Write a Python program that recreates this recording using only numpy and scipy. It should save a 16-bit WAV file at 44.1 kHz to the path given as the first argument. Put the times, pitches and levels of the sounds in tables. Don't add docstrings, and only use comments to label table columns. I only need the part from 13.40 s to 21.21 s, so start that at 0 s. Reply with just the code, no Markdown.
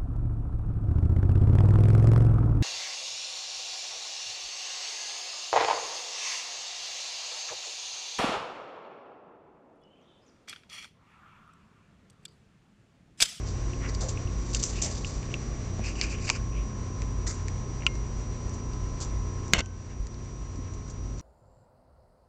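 import sys
import numpy as np
from scipy import signal
from scipy.fft import rfft, irfft
from scipy.io import wavfile
from scipy.ndimage import uniform_filter1d

SR = 44100
rng = np.random.default_rng(int(sys.argv[2]) if len(sys.argv) > 2 else 0)


def elevation(decibels):
    levels = np.asarray(decibels, float)
    return 10 ** (levels / 20)


def unload_wav(signal):
    wavfile.write(
        sys.argv[1],
        SR,
        np.round(np.clip(np.atleast_2d(signal).T, -1, 1) * 32767).astype(np.int16),
    )


N = 344480

BLOW_S = 6.1347
# (t/s, hiss level/dB)
FACING = [(0, 0.5), (2, 1.5), (2.8, 0.5), (3.1, -3), (4, -1), (5.2, -1.5), (6, -0.5), (7.81, -2.5)]
# (f/Hz, width/Hz, level/dB)
THICK_WIRES = [(4830, 1950, 4.5), (3740, 460, -8)]
# (f/Hz, width/Hz, level/dB)
THIN_WIRES = [(6020, 1600, -1.5), (7000, 1800, -4.5)]


def evened(x):
    return x / np.sqrt(np.mean(x ** 2) + 1e-20)


def add(mix, s, sound):
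    part = mix[round(s * SR):][:len(sound)]
    part += sound[:len(part)]


def curve(rows, order):
    rows = np.array(rows)
    return np.interp(np.arange(N) / SR, rows[:, 0], rows[:, order])


def resonate(x, hz, width):
    r = np.exp(-np.pi * width / SR)
    if np.ndim(hz) == 0:
        return 2 * signal.lfilter([1 - r], [1, -r * np.exp(2j * np.pi * hz / SR)], x).real
    turn = np.exp(2j * np.pi * np.cumsum(hz) / SR)
    return 2 * (turn * signal.lfilter([1 - r], [1, -r], x / turn)).real


def body(x, modes):
    total = 0
    for hz, width, db in modes:
        total = total + elevation(db) * resonate(resonate(x, hz, width), hz, width)
    return evened(total)


def drift(seconds):
    size = max(round(seconds * SR), 2)
    smooth = uniform_filter1d(rng.standard_normal(N), size)
    return evened(uniform_filter1d(smooth, size))


def ring(hz, db, t60, rise=0.00021):
    t = np.arange(round(t60 * SR) + 50) / SR
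    return elevation(db - 60 * t / t60) * (1 - np.exp(-t / rise)) * np.sin(2 * np.pi * hz * t)


def stroke(rise, fade, touch_db, bend):
    t = np.arange(round((rise + 1.5 * fade) * SR) + 9) / SR
    swell_db = touch_db * np.maximum(1 - t / rise, 0)
    fade_db = -25 * np.maximum((t - rise) / fade, 0) ** bend
    soft_start_db = 20 * np.log10(np.clip(t / .001, 1e-3, 1))
    return swell_db + fade_db + soft_start_db


def rumble_gain():
    sinking_db = -0.68 - 0.1038 * np.arange(N) / SR
    return elevation(sinking_db + 0.13 * curve(FACING, order=1))


def air():
    # (f/Hz, level/dB per Hz)
    air_colour = [(12, -54.5), (20, -21.5), (40, 4), (101, -8.5), (271, -15.5), (300, -11.5), (417, -16),
                  (806, -24), (1040, -28), (1440, -30), (2220, -31), (3410, -38), (5380, -34),
                  (5960, -30.5), (8490, -42.5), (11000, -87), (18700, -120)]
    f, db = np.transpose(air_colour)
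    hz = np.fft.rfftfreq(N, 1 / SR)
    colour_db = np.interp(np.log(hz + 1), np.log(f + 1), db)
    noise = rfft(rng.standard_normal(N)) * elevation(colour_db)
    noise /= np.std(irfft(noise * (hz > 300), N))
    low = 1 / (1 + (hz / 900) ** 2)
    rumble = irfft(noise * low, N) * rumble_gain()
    hiss = irfft(noise * (1 - low), N) * elevation(curve(FACING, order=1) + 0.92 * drift(0.033))
    return elevation(-45.5) * (rumble + hiss)


def fan():
    # (multiple of shaft speed, level/dB)
    hum_tones = [(1.73, -38), (3, -39.5), (4, -40), (5, -47.5), (6, -51), (7, -55.5), (8, -50.5), (9, -53),
                 (10, -62.5), (12, -54), (14, -56), (17, -62)]
    # (f/Hz, width/Hz, level/dB)
    room_booms = [(27, 12, -46), (52.3, 10.2, -36.5), (89.7, 4.4, -42), (101.6, 4.3, -48), (205.6, 12, -54)]
    shaft_hz = 29.77
    turns = np.cumsum(shaft_hz * (1 + 0.00404 * drift(0.45))) / SR
    tones, boom = np.zeros(N), np.zeros(N)
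    for multiple, db in hum_tones:
        tones += elevation(db + 1.9 * drift(.15)) * np.sin(2 * np.pi * (multiple * turns + rng.random()))
    for hz, width, db in room_booms:
        boom += elevation(db) * body(rng.standard_normal(N), [(hz, width, 0)])
    return (np.sqrt(2) * tones + boom) * rumble_gain()


def camera():
    # (t/s, f/Hz, level/dB)
    grip = [(0, 1050, -0.5), (.7, 1063, 0.5), (1.5, 1098, -.5), (2.3, 1120, -2), (3, 1085, -0.5),
            (3.7, 1046, 1), (4.8, 1029, 0), (6, 1028, 0), (6.4, 1037, -1), (7.81, 1038, -1.5)]
    # (f/Hz, level/dB)
    whines = [(5821.3, -53), (6853, -71)]
    buzz_hz, smear = 50.81, 0.11
    t = np.arange(N) / SR
    knots = np.linspace(0, t[-1], num=14)
    pulses = np.zeros(N)
    for k in range(14, 32):
        wander = np.interp(t, knots, elevation(2.1 * rng.standard_normal(len(knots))))
        pulses += wander * np.cos(2 * np.pi * (k * buzz_hz * t + smear * (k - 21) ** 2))
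    casing = body(pulses, [(curve(grip, order=1), 130, 0)])
    upper_db = -6.5 - 22.5 * np.exp(-t / 2.4)
    upper = elevation(upper_db) * body(pulses, [(1282, 56, 0)])
    whine = np.zeros(N)
    for hz, db in whines:
        whine += elevation(db + 0.58 * drift(.02)) * np.sin(2 * np.pi * hz * t + 0.14 * drift(0.014))
    return elevation(-53 + curve(grip, order=2)) * (casing + upper) + np.sqrt(2) * whine


def scuffs():
    # (start t/s, rise/s, fade/s, peak level/dB, thick over thin/dB)
    wire_scuffs = [(.06, 0.013, 0.13, -49.5, 2.5), (.48, .014, .05, -50.5, 4),
                   (.54, .011, .012, -39, -7.5), (.605, 0.0063, 0.097, -38, -2),
                   (.685, .01, 0.041, -36, -6.5), (.98, .15, .02, -49.5, -3.5),
                   (1.13, 0.0086, .04, -40.5, 0.5), (1.15, .003, .02, -35.5, -4.5),
                   (1.163, .006, 0.034, -39.5, -2), (1.19, 0.0087, .05, -37.5, -2),
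                   (1.225, 0.0037, 0.026, -29, -9), (1.234, .005, .07, -28.5, -22),
                   (1.27, 0.033, 0.12, -46, -1), (1.35, 0.052, .04, -48.5, 0),
                   (1.416, 0.0075, 0.035, -25, -12), (1.43, 0.018, 0.074, -31, -8),
                   (1.48, 0.031, 0.19, -48.5, 3.5), (1.55, .02, 0.15, -49, 0),
                   (1.64, 0.055, 0.25, -48, -2),
                   (2.437, 0.04, .09, -44, 2), (2.556, .045, .03, -51, 3), (2.62, .012, 0.071, -40, 3),
                    (2.69, .02, .08, -46.5, 0.5), (2.8, .07, .02, -47.5, -0.5),
                    (2.87, .014, 0.027, -41.5, 1), (2.905, 0.0041, 0.036, -40, -3),
                    (2.92, .048, .012, -50, 4), (3.865, 0.0091, .12, -34, -6.5),
                    (5.13, 0.014, .03, -49.5, -9), (5.603, .016, 0.064, -37, -5.5),
                    (7.335, .008, .03, -48, -8), (7.15, .01, .08, -54, -5), (7.478, 0.0044, 0.016, -48, -2),
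                    (7.495, .008, 0.036, -44.5, -8), (7.775, .012, .01, -48, -4)]
    # (start t/s, rise/s, fade/s, peak level/dB, hollow f/Hz)
    ledge_scuffs = [(.405, 0.038, .09, -46.5, 1950), (2.4, 0.034, .02, -49, 2400),
                    (1.35, 0.057, .03, -47, 2650), (2.437, 0.032, 0.082, -39, 2400),
                    (2.556, .045, .03, -44, 2600), (2.615, 0.013, 0.045, -32, 2480),
                    (2.665, .07, .07, -43.5, 2490), (2.784, 0.067, 0.018, -46.5, 2420),
                    (2.869, .014, 0.033, -34.5, 2400), (2.909, .02, 0.075, -40.5, 2400),
                    (3.12, 0.06, .07, -48.5, 2420), (3.865, 0.0084, 0.045, -48, 1940)]
    # (start t/s, rise/s, fade/s, peak level/dB, centre f/Hz)
    tray_scuffs = [(.41, 0.043, 0.11, -48, 1450), (.605, .02, 0.097, -41.5, 555),
                   (.605, .015, .05, -47, 1200), (1.14, .01, .05, -47, 1900), (1.33, .04, .05, -48, 3400),
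                   (1.42, 0.033, 0.089, -44, 596), (1.43, .04, .07, -44.5, 2280),
                   (2.885, 0.0091, 0.034, -37, 910), (2.95, .015, 0.023, -42.5, 1300),
                   (3.865, 0.018, .1, -46.5, 1500), (5.6, .01, .05, -48.5, 895),
                   (6.49, .02, .12, -53, 1700), (7.24, .03, .05, -54, 1800)]
    # (f/Hz, width/Hz, level/dB)
    cage_frame = [(3400, 2600, 0)]
    slips = rng.standard_normal(N) * elevation(2.0 * drift(0.00072) + 1.4 * drift(0.0085))
    thin, thick = body(slips, THIN_WIRES), body(slips, THICK_WIRES)
    tray = body(slips, [(504, 600, 5), (1200, 1050, -8.0)])
    frame = body(slips, cage_frame)
    out = np.zeros(N)
    for s, rise, fade, peak_db, thick_db in wire_scuffs:
        shape_db = stroke(rise, fade, touch_db=-8.5, bend=1)
        at = round(s * SR) + np.arange(len(shape_db))
        wires = thin[at] + elevation(thick_db) * thick[at] + elevation(-13.5) * frame[at]
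        tray_db = -50.5 + 0.44 * (peak_db + 32)
        out[at] += elevation(shape_db) * (elevation(peak_db) * wires + elevation(tray_db) * tray[at])
    for s, rise, fade, peak_db, hollow_hz in ledge_scuffs:
        shape_db = stroke(rise, fade, touch_db=-6.5, bend=2)
        at = round(s * SR) + np.arange(len(shape_db))
        hollow = body(slips[at], [(hollow_hz, 700, 0), (0.74 * hollow_hz, 900, -13.5)])
        out[at] += elevation(peak_db + shape_db) * (hollow + elevation(-15.5) * thick[at])
    for s, rise, fade, peak_db, hz in tray_scuffs:
        shape_db = stroke(rise, fade, touch_db=-6.5, bend=2)
        at = round(s * SR) + np.arange(len(shape_db))
        out[at] += elevation(peak_db + shape_db) * body(slips[at], [(hz, 0.99 * hz, 0)])
    return out


def tick(hollow_db, hollow_hz, thick_db, thin_db):
    t = np.arange(1500) / SR
    chatter_db = -20.5
    drive = elevation(chatter_db - 4) * rng.standard_normal(len(t)) * np.exp(-t / .004)
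    drive[0] = 1
    swelling = resonate(drive, hollow_hz, 1600)
    hollow = body(swelling, [(hollow_hz, 850, 0)])
    hollow = hollow + elevation(-18.0) * body(drive, [(0.66 * hollow_hz, 1300, 0)])
    thick, thin = body(drive, THICK_WIRES), body(drive, THIN_WIRES)
    out = np.zeros(len(t))
    for db, part in (hollow_db, hollow), (thick_db + 4, thick), (thin_db + 6.5, thin):
        out += elevation(db) * part / abs(part).max()
    return out


def claw_ticks():
    # (t/s, peak level/dB, hollow f/Hz, wires against peak/dB)
    ledge_ticks = [(0.3344, -32.5, 2500, -18), (0.774, -31.5, 2560, -26), (0.8742, -39, 2730, -15),
                   (1.647, -23.5, 2600, -12), (1.8296, -37, 2510, -4), (1.9041, -42, 2500, -14),
                   (1.9178, -40, 2760, -5), (1.941, -17.5, 2660, -15.5), (2.3934, -42, 1980, -5),
                   (2.5551, -39, 2750, -5), (2.7048, -39, 2670, -1), (2.9003, -10.5, 2420, -2.5),
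                   (3.6198, -32.5, 2110, -1), (3.8675, -33, 1900, -5), (4.0834, -29.5, 2050, -8),
                   (4.4069, -41, 2340, -13), (4.4221, -32, 2330, -21), (4.434, -36, 2200, -25),
                   (4.4656, -7, 2560, -12.5), (6.2602, -35.5, 2760, -22)]
    # (t/s, thick wire level/dB, thin wire level/dB, hollow level/dB, hollow f/Hz)
    wire_ticks = [(.5495, -29, -40, -52, 2200), (1.147, -22, -27.5, -21.5, 2900),
                  (1.1488, -24.5, -18.5, -32, 2900), (1.2382, -43.5, -16, -43, 2300),
                  (2.6134, -13.5, -38, -18.5, 2410), (2.8923, -19.5, -33, -20, 1970),
                  (4.0834, -50, -34, -55, 2300), (4.5544, -42, -42, -49, 2130),
                  (5.0954, -53, -38, -51, 1950), (5.334, -38, -55, -47, 2720),
                  (5.604, -40, -33.5, -55, 2300), (6.0814, -55, -37, -47, 2170),
                  (6.129, -58, -35.5, -55, 2200), (6.2602, -60, -32, -56, 2300),
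                  (6.6696, -36, -35, -40, 1930), (6.7434, -37, -63, -57.5, 2250),
                  (7.3374, -61, -45, -44.5, 2220), (7.5, -55, -41, -55, 2060),
                  (7.796, -38, -37.5, -51, 2150)]
    out = np.zeros(N)
    for s, db, hz, wires_db in ledge_ticks:
        add(out, s, tick(db, hz, db + wires_db, db + wires_db - 4.5))
    for s, thick_db, thin_db, hollow_db, hz in wire_ticks:
        add(out, s, tick(hollow_db, hz, thick_db, thin_db))
    return out


def ringing_bars():
    # (t/s, f/Hz, level/dB, time to die by 60 dB/s)
    bar_rings = [
        (4.466, 1060, -27.5, 0.056),
        (4.466, 1370, -28, 0.035),
        (2.901, 1160, -16.5, 0.0094),
        (2.6, 740, -41, 0.034),
        (3, 1500, -44, 0.026),
        (6.8, 600, -57, .12),
        (.63, 520, -35.5, 0.35),
                 (4.467, 2130, -43, .45),
        (4.467, 2780, -50, .25),
        (6.2, 1534, -45, .8),
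        (6.2, 3047, -51, .4),
    ]
    out = np.zeros(N)
    for s, hz, db, t60 in bar_rings:
        add(out, s, ring(hz, db, t60))
    return out


def dull_bumps():
    # (t/s, peak level/dB, f/Hz, time to die by 60 dB/s)
    thuds = [
        (2.394, -20, 213, .05),
        (2.394, -21, 690, 0.014),
        (7.188, -19.5, 263, 0.036),
        (6.1348, -3.5, 185, 0.012),
        (6.1346, -8, 450, 0.012),
        (6.6, -18.5, 45, 0.19),
        (6.178, -15, 58, 0.14),
    ]
    out = np.zeros(N)
    for s, db, hz, t60 in thuds:
        add(out, s, ring(hz, db, t60, rise=0.0011))
    return out


def blow():
    # (f/Hz, level/dB, time to die by 60 dB/s)
    blow_rings = [(1030, -20.5, 0.004), (1600, -5, .006), (2050, -5.5, .006), (2500, -5.5, 0.0057),
                  (3080, -6.5, 0.0057), (3700, -7.5, 0.0074), (4920, -8, .005), (6400, -4.5, 0.0046)]
    out = np.zeros(N)
    for hz, db, t60 in blow_rings:
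        add(out, BLOW_S + 0.00044 * rng.random(), ring(hz, db, t60))
    return out


def rattle():
    # (t/s, level/dB)
    rattle_level = [
        (6.1364, -16),
        (6.142, -26.5),
        (6.172, -26),
        (6.177, -38),
        (6.18, -26),
        (6.195, -20.5),
        (6.202, -28.5),
        (6.207, -22.5),
        (6.222, -51.5),
    ]
    # (f/Hz, width/Hz, level/dB)
    case_low = [(447, 860, -4), (1020, 830, -8.5), (1500, 1340, -2), (2050, 540, 2.5), (2650, 740, 2.5)]
    # (f/Hz, width/Hz, level/dB)
    case_high = [(3330, 900, -2.5), (4170, 570, 1), (5320, 1500, -6), (6100, 2200, -10), (7350, 1300, -20)]
    s, db = np.transpose(rattle_level)
    t = np.arange(s[0], s[-1], 1 / SR)
    level_db = np.interp(t, s, db)
    chatter = rng.standard_normal(len(t)) * elevation(2.6 * drift(0.0011)[:len(t)])
    bright_db = 1.7 * (level_db + 21.5) - 4.0
    case = body(chatter, case_low) + elevation(bright_db) * body(chatter, case_high)
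    out = np.zeros(N)
    add(out, s[0], elevation(level_db) * case)
    return out


def scene():
    # (f/Hz, level/dB)
    port_colour = [(2900, -1), (3250, -2), (3800, -0.5), (7500, 1), (7900, -7.5), (9000, 6.5)]
    f, db = np.transpose(port_colour)
    near = scuffs() + claw_ticks() + ringing_bars() + dull_bumps() + blow() + rattle()
    port_db = np.interp(np.fft.rfftfreq(N, 1 / SR), f, db)
    near = irfft(rfft(near) * elevation(port_db), N)
    return (air() + fan() + camera() + near)[None]


def low_pass(x):
    return signal.sosfilt(signal.butter(12, 16500, fs=SR, output="sos"), x)


def record(dry):
    edge_hz, stop_hz = 7500, 9150
    hz = np.fft.rfftfreq(N, 1 / SR)
    slope_db = -38 * np.clip((hz - edge_hz) / (stop_hz - edge_hz), 0, 1) ** 2.54
    band = irfft(rfft(dry) * elevation(slope_db) * (hz < stop_hz), N)
    duck_db, hold_db, fall_s, back_s = -7.5, -3, 0.12, 0.45
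    since = np.maximum(np.arange(N) / SR - BLOW_S, 0)
    back = np.exp(-np.maximum(since - fall_s, 0) / back_s)
    gain_db = np.minimum(since / fall_s, 1) * (hold_db + (duck_db - hold_db) * back)
    mix = np.clip(band * elevation(gain_db), -.72, .72)
    return low_pass(mix)


dry = scene()
out = record(dry)
unload_wav(out)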